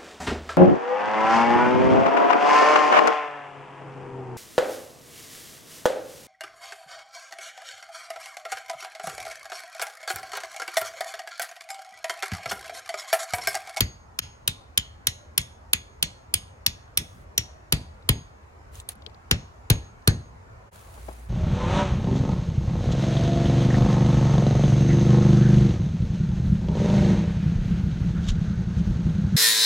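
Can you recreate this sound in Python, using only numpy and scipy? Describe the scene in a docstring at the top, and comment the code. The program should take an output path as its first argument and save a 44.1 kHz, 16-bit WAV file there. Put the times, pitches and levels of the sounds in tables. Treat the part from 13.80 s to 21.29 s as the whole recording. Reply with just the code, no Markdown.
"""Driving a tent stake

Close by, outdoors, a claw hammer drives a steel stake into gravel beside a two-port microphone.
Each blow is a noisy crack with damped sines, ringing steel, a noise tail back off tent and trees,
and a slow falling swing through the soil. Gravel ticks are resonant noise bursts, scrapes snapping hiss.
Shaped noise makes the distant road; near the end fabric hisses in the wind over a low droning sine."""
import sys
import numpy as np
from scipy import signal
from scipy.fft import rfft, irfft
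from scipy.io import wavfile
from scipy.ndimage import uniform_filter1d

SR = 44100
rng = np.random.default_rng(int(sys.argv[2]) if len(sys.argv) > 2 else 0)


def dump_mix(stems):
    """Bounce the given channels to the path in sys.argv[1] as a 16-bit WAV at rate SR."""
    frames = np.atleast_2d(stems).T  # one column per channel
    limited = np.clip(frames, -1, 1)  # hard clip at full scale
    pcm = np.round(limited * 32767).astype(np.int16)
    wavfile.write(sys.argv[1], SR, pcm)


N = 330305

# Levels are those in the mix, ahead of record().
# Far road and open air. Each row: frequency in Hz, relative density in dB per Hz.
AIR_COLOUR = [(20, -45), (40, -16), (72, -1.5), (156, -22), (237, -22.5), (297, -26), (465, -23),
              (994, -22), (2300, -35), (3300, -45.5), (7000, -46.5), (7800, -51.5), (15600, -65.5),
              (16000, -91.5)]
# Loudness of the air. Each row: time in seconds, level in dB.
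AIR_LEVEL = [(0.0, -51), (7.49, -48.5)]
# Likeness of the air at the two ports. Each row: frequency in Hz, likeness from -1 to 1.
AIR_LIKENESS = [(60, .95), (150, .91), (380, .15), (950, -.3), (2400, -.35), (6000, 0), (15000, .45)]

# Hammer blows. Each row: start in seconds, crack level in dB, loudest clang in Hz, clang in dB and
# treble in dB (both relative to the crack), soil thud in dB, head ring in dB, lingering band in Hz.
BLOWS = [(0.0054, -16.5, 4500, 0.5, -0.5, -18.5, -40.5, 4650),
         (0.388, -18, 5360, -4.5, -2.5, -27, -46, 3250), (0.6758, -17.5, 3635, -5, 2.5, -29.5, -54, 3630),
         (0.975, -13.5, 3117, -1, -1, -32, -52.5, 3090), (1.269, -16, 5600, -3.5, 0, -32, -46.5, 2980),
         (1.577, -16.5, 5440, -4, 4, -29, -46, 3400), (1.9318, -12.5, 4080, -3.5, -0.5, -31.5, -46.5, 3460),
         (2.2256, -16.5, 4200, -3.5, -0.5, -30, -48.5, 4250),
         (2.539, -18.5, 5030, -0.5, 6, -31, -47.5, 2940), (2.863, -15, 5550, -1.5, 0, -32, -49, 3520),
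         (3.1726, -19.5, 5570, 1.5, 6.5, -34, -49.5, 3470),
         (3.5775, -18, 5800, 5, -1.5, -28.5, -51.5, 5540), (3.923, -16, 4610, -3, 2, -17.5, -54.5, 4530),
         (4.2894, -17.5, 3370, 1.5, 3.5, -15, -44.5, 4900), (5.5107, -15, 5560, -4, -5, -16, -48, 5520),
         (5.9, -17, 3060, -10, 1, -11.5, -42, 1660), (6.2742, -17.5, 4300, 3, 1.5, -10, -44, 1686)]
# Noise of the steel contact. Each row: frequency in Hz, relative density in dB per Hz.
CRACK_COLOUR = [(500, -28.5), (1700, -12), (2900, 1), (3900, 0.5), (4700, -6), (5600, -7.5), (7500, -6.5),
                (9800, -5.5), (11400, -3.5), (12200, -13.5), (15400, -4.5), (16200, -15)]
# Hand-damped modes of the contact. Each row: frequency in Hz, relative level in dB, t60 in seconds.
CLANG_MODES = [(2070, -18.5, 0.032), (3220, -11, 0.082), (4640, -4.5, 0.023), (5120, -13, 0.046),
               (6700, -13.5, 0.036), (6900, -12.5, 0.098), (7160, -14, 0.014), (8200, -20, 0.047),
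               (10660, -4.5, 0.014), (10800, -3, 0.0052), (12400, -24, 0.022), (13980, -17, 0.011)]
# Hammer head, a close pair that beats, and the claw's short ping.
# Each row: frequency in Hz, relative level in dB, t60 in seconds.
HEAD_MODES = [(6515, -1, 0.45), (6508, -8, .45), (4265, 12, .07)]
# Ringing stake. Each row: frequency in Hz, relative level in dB, t60 in seconds.
STAKE_MODES = [(1426, -3.5, 0.43), (2340, -3.5, 0.15), (3500, -4, 0.23), (4330, 2, 0.48),
               (5230, -1.5, 0.18), (5060, -11.5, 0.55), (8100, -18.5, 0.28), (10100, -15.5, 0.43)]
# Colour of the way back from tent, ground and trees. Each row: frequency in Hz, relative level in dB.
SCATTER_COLOUR = [(400, -8), (1200, 0), (2000, 6.5), (3000, -0.5), (5600, -1.5), (7000, -3), (10000, -8.5),
                  (15000, -11.5)]
# Fading of the way back. Each row: frequency in Hz, t60 in seconds.
SCATTER_T60 = [(300, 0.66), (1500, 0.26), (3000, 0.41), (6000, 0.42), (10000, 0.41), (16000, 0.12)]
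# The soil after a blow. Each row: frequency in Hz, relative density in dB per Hz.
RUMBLE_COLOUR = [(30, -12.5), (70, 5), (130, 2), (250, -10.5), (500, -20.5), (1000, -28), (2500, -62.5),
                 (6000, -92.5)]
# Port phase for sound from the stake. Each row: frequency in Hz, radians by which left leads.
PORT_PHASE = [(0, 0), (1700, 2.9), (3500, 3.1), (4000, 4.2), (6000, 5.2), (7300, 9.2), (8200, 8.3),
              (9000, 6.6), (9500, 7.4), (11500, 6.5), (16500, 3.9)]
# Port balance for sound from the stake. Each row: frequency in Hz, left over right in dB about the pan.
PORT_BALANCE = [(500, 0), (1200, 1), (2800, -1.5), (5500, 3.5), (9500, -3), (14000, -1.5)]

# Gravel ticks. Each row: start in seconds, level in dB, centre in Hz, pan in dB to the left.
TICKS = [(1.6144, -32.5, 7200, 3), (3.2294, -61, 6520, 7), (4.2243, -54, 3820, 4), (4.9541, -40.5, 7150, 2),
         (5.0, -35.5, 7460, 1), (5.0888, -22.5, 9900, 1.5), (5.1344, -59, 9870, 1.5),
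         (5.1542, -52, 10100, 6), (5.2205, -47, 3660, 7), (5.2629, -37, 3630, 16.5), (5.296, -54, 3980, 8),
         (5.3444, -54.5, 4150, 16), (5.975, -46, 2990, 1), (6.045, -58, 5000, 3), (6.222, -59, 4500, 2),
         (7.2194, -59, 4690, 4), (7.3282, -49, 9540, 5)]
# Dull knocks. Each row: start in seconds, level in dB, centre in Hz, pan in dB to the left.
KNOCKS = [(3.19, -31, 170, 1), (5.088, -41, 600, 7), (5.15, -43.5, 170, 1), (5.262, -39, 350, 3),
          (7.174, -43, 720, 10), (7.282, -25.5, 620, 7), (7.309, -41, 762, 3)]
# Hiss of scrapes and fabric. Each row: frequency in Hz, relative density in dB per Hz.
RUSTLE_COLOUR = [(1470, -3), (2500, -1.5), (4480, -4), (5730, -8), (6500, -3), (8430, -5.5), (9650, -1.5),
                 (14800, -12.5), (16100, -5), (16500, -57)]
# A boot scrapes the gravel. Each row: start in seconds, swell in seconds, hold in seconds, level in dB.
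SCRAPES = [(3.216, .004, 0.2, -68), (4.913, 0.045, 0.031, -53.5), (5.087, 0.0057, 0.0033, -45.5)]
# Wind shakes the tent. Each row: time in seconds, level in dB.
FABRIC = [(6.915, -65.5), (6.937, -57), (7.089, -59.5), (7.279, -55.5), (7.49, -66)]
# Brief dips in the level. Each row: centre in seconds, half width in seconds.
DIPS = [(0.41, 0.029), (6.907, 0.027)]

DEEP_DB = -10  # thud level of a blow on the sunk stake
KNOCK_DB, KNOCK_FOLLOWS = -12.5, 0.61  # level at a deep blow, dB per dB of thud
KNOCK_HZ = 1560
SCATTER_DB, SCATTER_FOLLOWS = -42.5, 0.1  # level at a deep blow, dB per dB of thud
LINGER_DB, LINGER_WIDTH_HZ = 8, 140
THUD_DELAY_S, THUD_HASTE = .014, 0.00017  # delay at a deep blow, s sooner per dB of thud
STAKE_RING_DB = -45  # relative to the crack
STAKE_PAN_DB = 0.3

TICK_WIDTH_HZ, TICK_T60_S = 1530, 0.022
KNOCK_WIDTH_HZ, KNOCK_T60_S = 820, 0.053
BODY_HZ, BODY_DB = 3790, -5.5  # stony body under the ticks centred above 3.8 kHz
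MIN_CYCLES = 28  # the t60 of low knocks is stretched to this many cycles
SCRAPE_FADE_S = 0.045
DRONE_S, DRONE_SWELL_S, DRONE_DB, DRONE_HZ = 7.08, 0.15, -43, 58.5
DRONE_WAVER_DB, DRONE_WAVER_HZ, DRONE_WAVERS_PER_S = 1.5, .6, 9
EDGE_HZ = 16400  # upper band limit


def amp(db):
    """Amplitude factor of a level in dB."""
    return 10 ** (np.asarray(db) / 20)


def evened(x):
    """Scale to an rms of one."""
    return x / np.sqrt(np.mean(x ** 2) + 1e-20)


def read(points, hz):
    """Read a frequency table along a logarithmic axis."""
    f, value = np.transpose(points)
    return np.interp(np.log(hz + 1), np.log(f + 1), value)


def add(mix, s, sound):
    """Mix a sound in at s seconds, cut off at the end of the mix."""
    part = mix[..., round(s * SR):][..., :sound.shape[-1]]
    part += sound[..., :part.shape[-1]]


def panned(x, pan_db):
    """Left over right by pan_db."""
    return x * amp([[pan_db / 2], [-pan_db / 2]])


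def coloured(x, db):
    """Filter by a level curve in dB over Hz."""
    hz = np.fft.rfftfreq(x.shape[-1], 1 / SR)
    return irfft(rfft(x) * amp(db(hz)), x.shape[-1])


def rings(modes, t, detune, spread_db):
    """Dying sines with fresh phases; every blow lands a little differently."""
    hz, db, t60 = np.transpose(modes)[:, :, None]
    lift, shift, phase = rng.random((3, len(hz), 1))
    level = amp(db + spread_db * lift - 60 * t / t60)
    turns = hz * (1 + detune * (shift - .5)) * t + phase
    return (level * np.sin(2 * np.pi * turns)).sum(0)


def field(gain, likeness, phase, size):
    """Stereo noise from a gain map over Hz and s, with likeness and phase between the ports."""
    hop = size // 4
    frames, hz = N // hop + 5, np.fft.rfftfreq(size, 1 / SR)
    a, b, c, d = rng.standard_normal((frames, len(hz), 4)).T
    same = np.clip(likeness(hz), -1, 1)[:, None]
    left, other = a + 1j * b, c + 1j * d
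    right = same * left * np.exp(-1j * phase(hz))[:, None] + np.sqrt(1 - same ** 2) * other
    spectra = np.array([left, right]) * gain(hz[:, None], np.arange(frames) * hop / SR)
    return signal.istft(spectra, nperseg=size, noverlap=size - hop)[1][:, :N]


def air():
    """Far road rumble and open-air wash: shaped noise in drifting patches of time and pitch."""
    def gain(hz, t):
        grain = rng.standard_normal((len(t), len(hz))).T
        patches = evened(uniform_filter1d(uniform_filter1d(grain, 6, 0), 8, 1))
        return amp(read(AIR_COLOUR, hz) + 2.0 * patches)
    wash = evened(field(gain, lambda f: read(AIR_LIKENESS, f), lambda f: 0 * f, size=2048))
    return wash * amp(np.interp(np.arange(N) / SR, *np.transpose(AIR_LEVEL)))


def crack(clang_hz, clang_db, treble_db):
    """A few milliseconds of chattering steel contact, one clang standing out, and damped modes."""
    t = np.arange(2048) / SR
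    middle, bright, side = rng.standard_normal((3, len(t)))
    # below the treble each port hears its own near reflections
    ports_noise = middle + .5 * side * np.array([[1], [-1]])
    body = coloured(ports_noise, lambda f: read(CRACK_COLOUR, f) - 40 * (f > 7600))
    treble = coloured(bright, lambda f: read(CRACK_COLOUR, f) - 40 * (f < 7600))
    hold = np.minimum(t / 0.0022, 1) * amp(-60 * np.maximum(t - .004, 0) / 0.011)
    chatter = (evened(body) + amp(treble_db) * evened(treble) * amp(-60 * t / 0.05)) * hold
    clang = np.sin(2 * np.pi * clang_hz * t) * (t / .0025) * np.exp(1 - t / 0.002)
    damped = rings(CLANG_MODES, t, detune=0.029, spread_db=7) * np.minimum(t / 0.003, 1)
    return 1.17 * chatter + amp(clang_db) * clang + 0.24 * damped


def knock():
    """The dull knock of the stake biting into the gravel: noise falling 9 dB per octave off its centre."""
    t = np.arange(2048) / SR
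    noise = rng.standard_normal(len(t))
    dull = coloured(noise, lambda f: -9 * abs(np.log2(f / KNOCK_HZ + 0.0085)))
    return evened(dull) * np.minimum(t / 0.0018, 1) * amp(-60 * t / 0.03)


def scatter(sound, linger_hz):
    """Tent wall, ground and trees return the crack as a grainy tail with its colour; one band lingers."""
    a, b = rng.standard_normal((2, SR // 2))
    hz, t, grains = signal.stft(np.array([a, .5 * a + 0.97 * b]), SR, nperseg=256)
    colour = np.sqrt(signal.welch(sound, SR, nperseg=128, nfft=256)[1])[:, None]
    band = np.exp(-((hz[:, None] - linger_hz) / LINGER_WIDTH_HZ) ** 2)
    linger = LINGER_DB * band * np.minimum(t / 0.02, 1)
    lumps = 0.73 * rng.standard_normal(len(t))  # single reflectors stand out
    early = 1 + 5.4 * np.exp(-t / 0.016)
    decay = -60 * t / read(SCATTER_T60, hz)[:, None]
    fading = amp(read(SCATTER_COLOUR, hz)[:, None] + linger + lumps + decay)
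    tail = signal.istft(grains * colour * early * fading, SR, nperseg=256)[1]
    tail = tail * np.minimum(np.arange(tail.shape[1]) / SR / 0.0081, 1)
    return tail / np.std(tail[:, round(.025 * SR):round(.07 * SR)])


def thud(delay_s):
    """The soil spreads the blow: fast high ripples first, one big slow swing after, and a ragged rumble."""
    t = np.arange(round(.3 * SR)) / SR
    ripple_phase = 2 * np.pi * rng.random()
    ripples = np.sin(2 * np.pi * 370 * t + ripple_phase) * np.exp(-((t - .0055) / 0.0017) ** 2)
    u = t - delay_s
    hz = 48 + 105 * np.exp(-np.maximum(u + 0.00059, 0) / 0.0045)  # long waves travel slower
    turns = np.cumsum(hz) / SR
    swell = np.exp(-(u / np.where(u < 0, .005, .013)) ** 2)
    swing = np.cos(2 * np.pi * (turns - np.interp(0, u, turns))) * swell
    middle, side = coloured(rng.standard_normal((2, len(t))), lambda f: read(RUMBLE_COLOUR, f))
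    rumble = evened(middle + 0.1 * side * np.array([[1], [-1]]))
    fading = np.minimum(t / 0.0084, 1) * amp(-60 * t / 0.32)
    return panned(swing + 0.55 * ripples, 2.8) + 0.39 * rumble * fading


def ports(x):
    """Phase and level offset between the two microphone ports for sound from the stake."""
    hz = np.fft.rfftfreq(512, 1 / SR)
    phase = np.interp(hz, *np.transpose(PORT_PHASE))
    half = amp(read(PORT_BALANCE, hz) / 2) * np.exp(.5j * phase)  # each port takes half the offset
    taps = np.fft.fftshift(irfft([half, 1 / half]), 1) * np.hanning(512)
    return signal.oaconvolve(x, taps, axes=1)[:, 256:][:, :N]


def hammer():
    """Crack, rings and scatter reach both ports from one side; the thud comes up through the stand."""
    near, soil = np.zeros((2, N)), np.zeros((2, N))
    t = np.arange(SR // 2) / SR
    for s, db, *contact, thud_db, head_db, linger_hz in BLOWS:
        depth_db = thud_db - DEEP_DB  # knock and scatter grow with the thud
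        knock_db = KNOCK_DB + KNOCK_FOLLOWS * depth_db
        hit = amp(db) * crack(*contact) + amp(knock_db) * knock()
        add(near, s, panned(hit, STAKE_PAN_DB))
        scatter_db = SCATTER_DB + SCATTER_FOLLOWS * depth_db
        add(near, s + 0.0028, amp(scatter_db) * scatter(hit[0, :320], linger_hz))
        head = amp(head_db) * rings(HEAD_MODES, t, detune=0.00085, spread_db=3.5)
        stake = amp(db + STAKE_RING_DB) * rings(STAKE_MODES, t, detune=.012, spread_db=9)
        add(near, s, panned(head + stake, STAKE_PAN_DB))
        add(soil, s, amp(thud_db) * thud(THUD_DELAY_S - THUD_HASTE * depth_db))
    return ports(near) + soil


def stone(hz, width_hz, t60, t):
    """A short noise burst in a broad resonance; centred above 3.8 kHz it has a stony body below."""
    def peak(f, centre):
        return -16 * np.log10(1 + (2 * (f - centre) / min(width_hz, hz)) ** 2)

    def resonance(f):
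        return np.maximum(peak(f, hz), BODY_DB + peak(f, min(hz, BODY_HZ)))
    burst = evened(coloured(rng.standard_normal(len(t)), resonance))
    return burst * amp(-60 * t / max(t60, MIN_CYCLES / hz)) * np.minimum(hz * t / 5, 1)


def gravel():
    """Ticks and dull knocks of stones near the stake, each a resonant burst placed by its pan."""
    out, t = np.zeros((2, N)), np.arange(8192) / SR
    ticks, knocks = (TICKS, TICK_WIDTH_HZ, TICK_T60_S), (KNOCKS, KNOCK_WIDTH_HZ, KNOCK_T60_S)
    for rows, width_hz, t60 in (ticks, knocks):
        for s, db, hz, pan_db in rows:
            add(out, s, panned(amp(db) * stone(hz, width_hz, t60, t), pan_db))
    return ports(out)


def rustle():
    """Boot scrapes and shaken fabric: hiss with many small snaps, flickering across the whole treble."""
    def gain(hz, t):
        snaps_db = 2.4 * rng.exponential(size=len(t))
        return amp(read(RUSTLE_COLOUR, hz) + snaps_db)
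    hiss = evened(field(gain, lambda f: 0.33 + 0 * f, lambda f: 0 * f, size=128))
    t = np.arange(N) / SR
    scrapes = np.zeros(N)
    for s, swell, hold, db in SCRAPES:
        corners = np.cumsum([0, swell, hold, SCRAPE_FADE_S])
        scrapes += amp(db) * np.interp(t - s, corners, [0, 1, 1, 0])
    s, db = np.transpose(FABRIC)
    fabric = np.interp(t, s, amp(db), 0)
    return hiss * (scrapes + fabric)


def drone():
    """A low sine, slightly uneven in pitch and level, swells up like a far engine."""
    t = np.arange(N) / SR
    knots = np.arange(0, N / SR + 1, 1 / DRONE_WAVERS_PER_S)
    drift = rng.standard_normal((2, len(knots)))
    pitch, level = (np.interp(t, knots, values) for values in drift)
    tone = np.sin(2 * np.pi * np.cumsum(DRONE_HZ + DRONE_WAVER_HZ * pitch) / SR)
    swell = np.clip((t - DRONE_S) / DRONE_SWELL_S, 0, 1)
    return np.sqrt(2) * tone * amp(DRONE_DB + DRONE_WAVER_DB * level) * swell


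def scene():
    """All layers as they meet at the microphone."""
    return air() + hammer() + gravel() + rustle() + drone()


def record(dry):
    """Two brief level dips, bass roll-off, soft overload, then the band limit."""
    t = np.arange(N) / SR
    for s, half in DIPS:
        dry = dry * np.clip(abs(t - s) / half, .03, 1)
    dry = signal.lfilter(*signal.butter(2, 35, "high", fs=SR), dry)
    dry = np.tanh(dry * 0.78) / 0.62
    low_pass = signal.firwin(255, EDGE_HZ, window=("kaiser", 9), fs=SR)
    return signal.oaconvolve(dry, low_pass[None], "same")


dry = scene()
out = record(dry)
dump_mix(out)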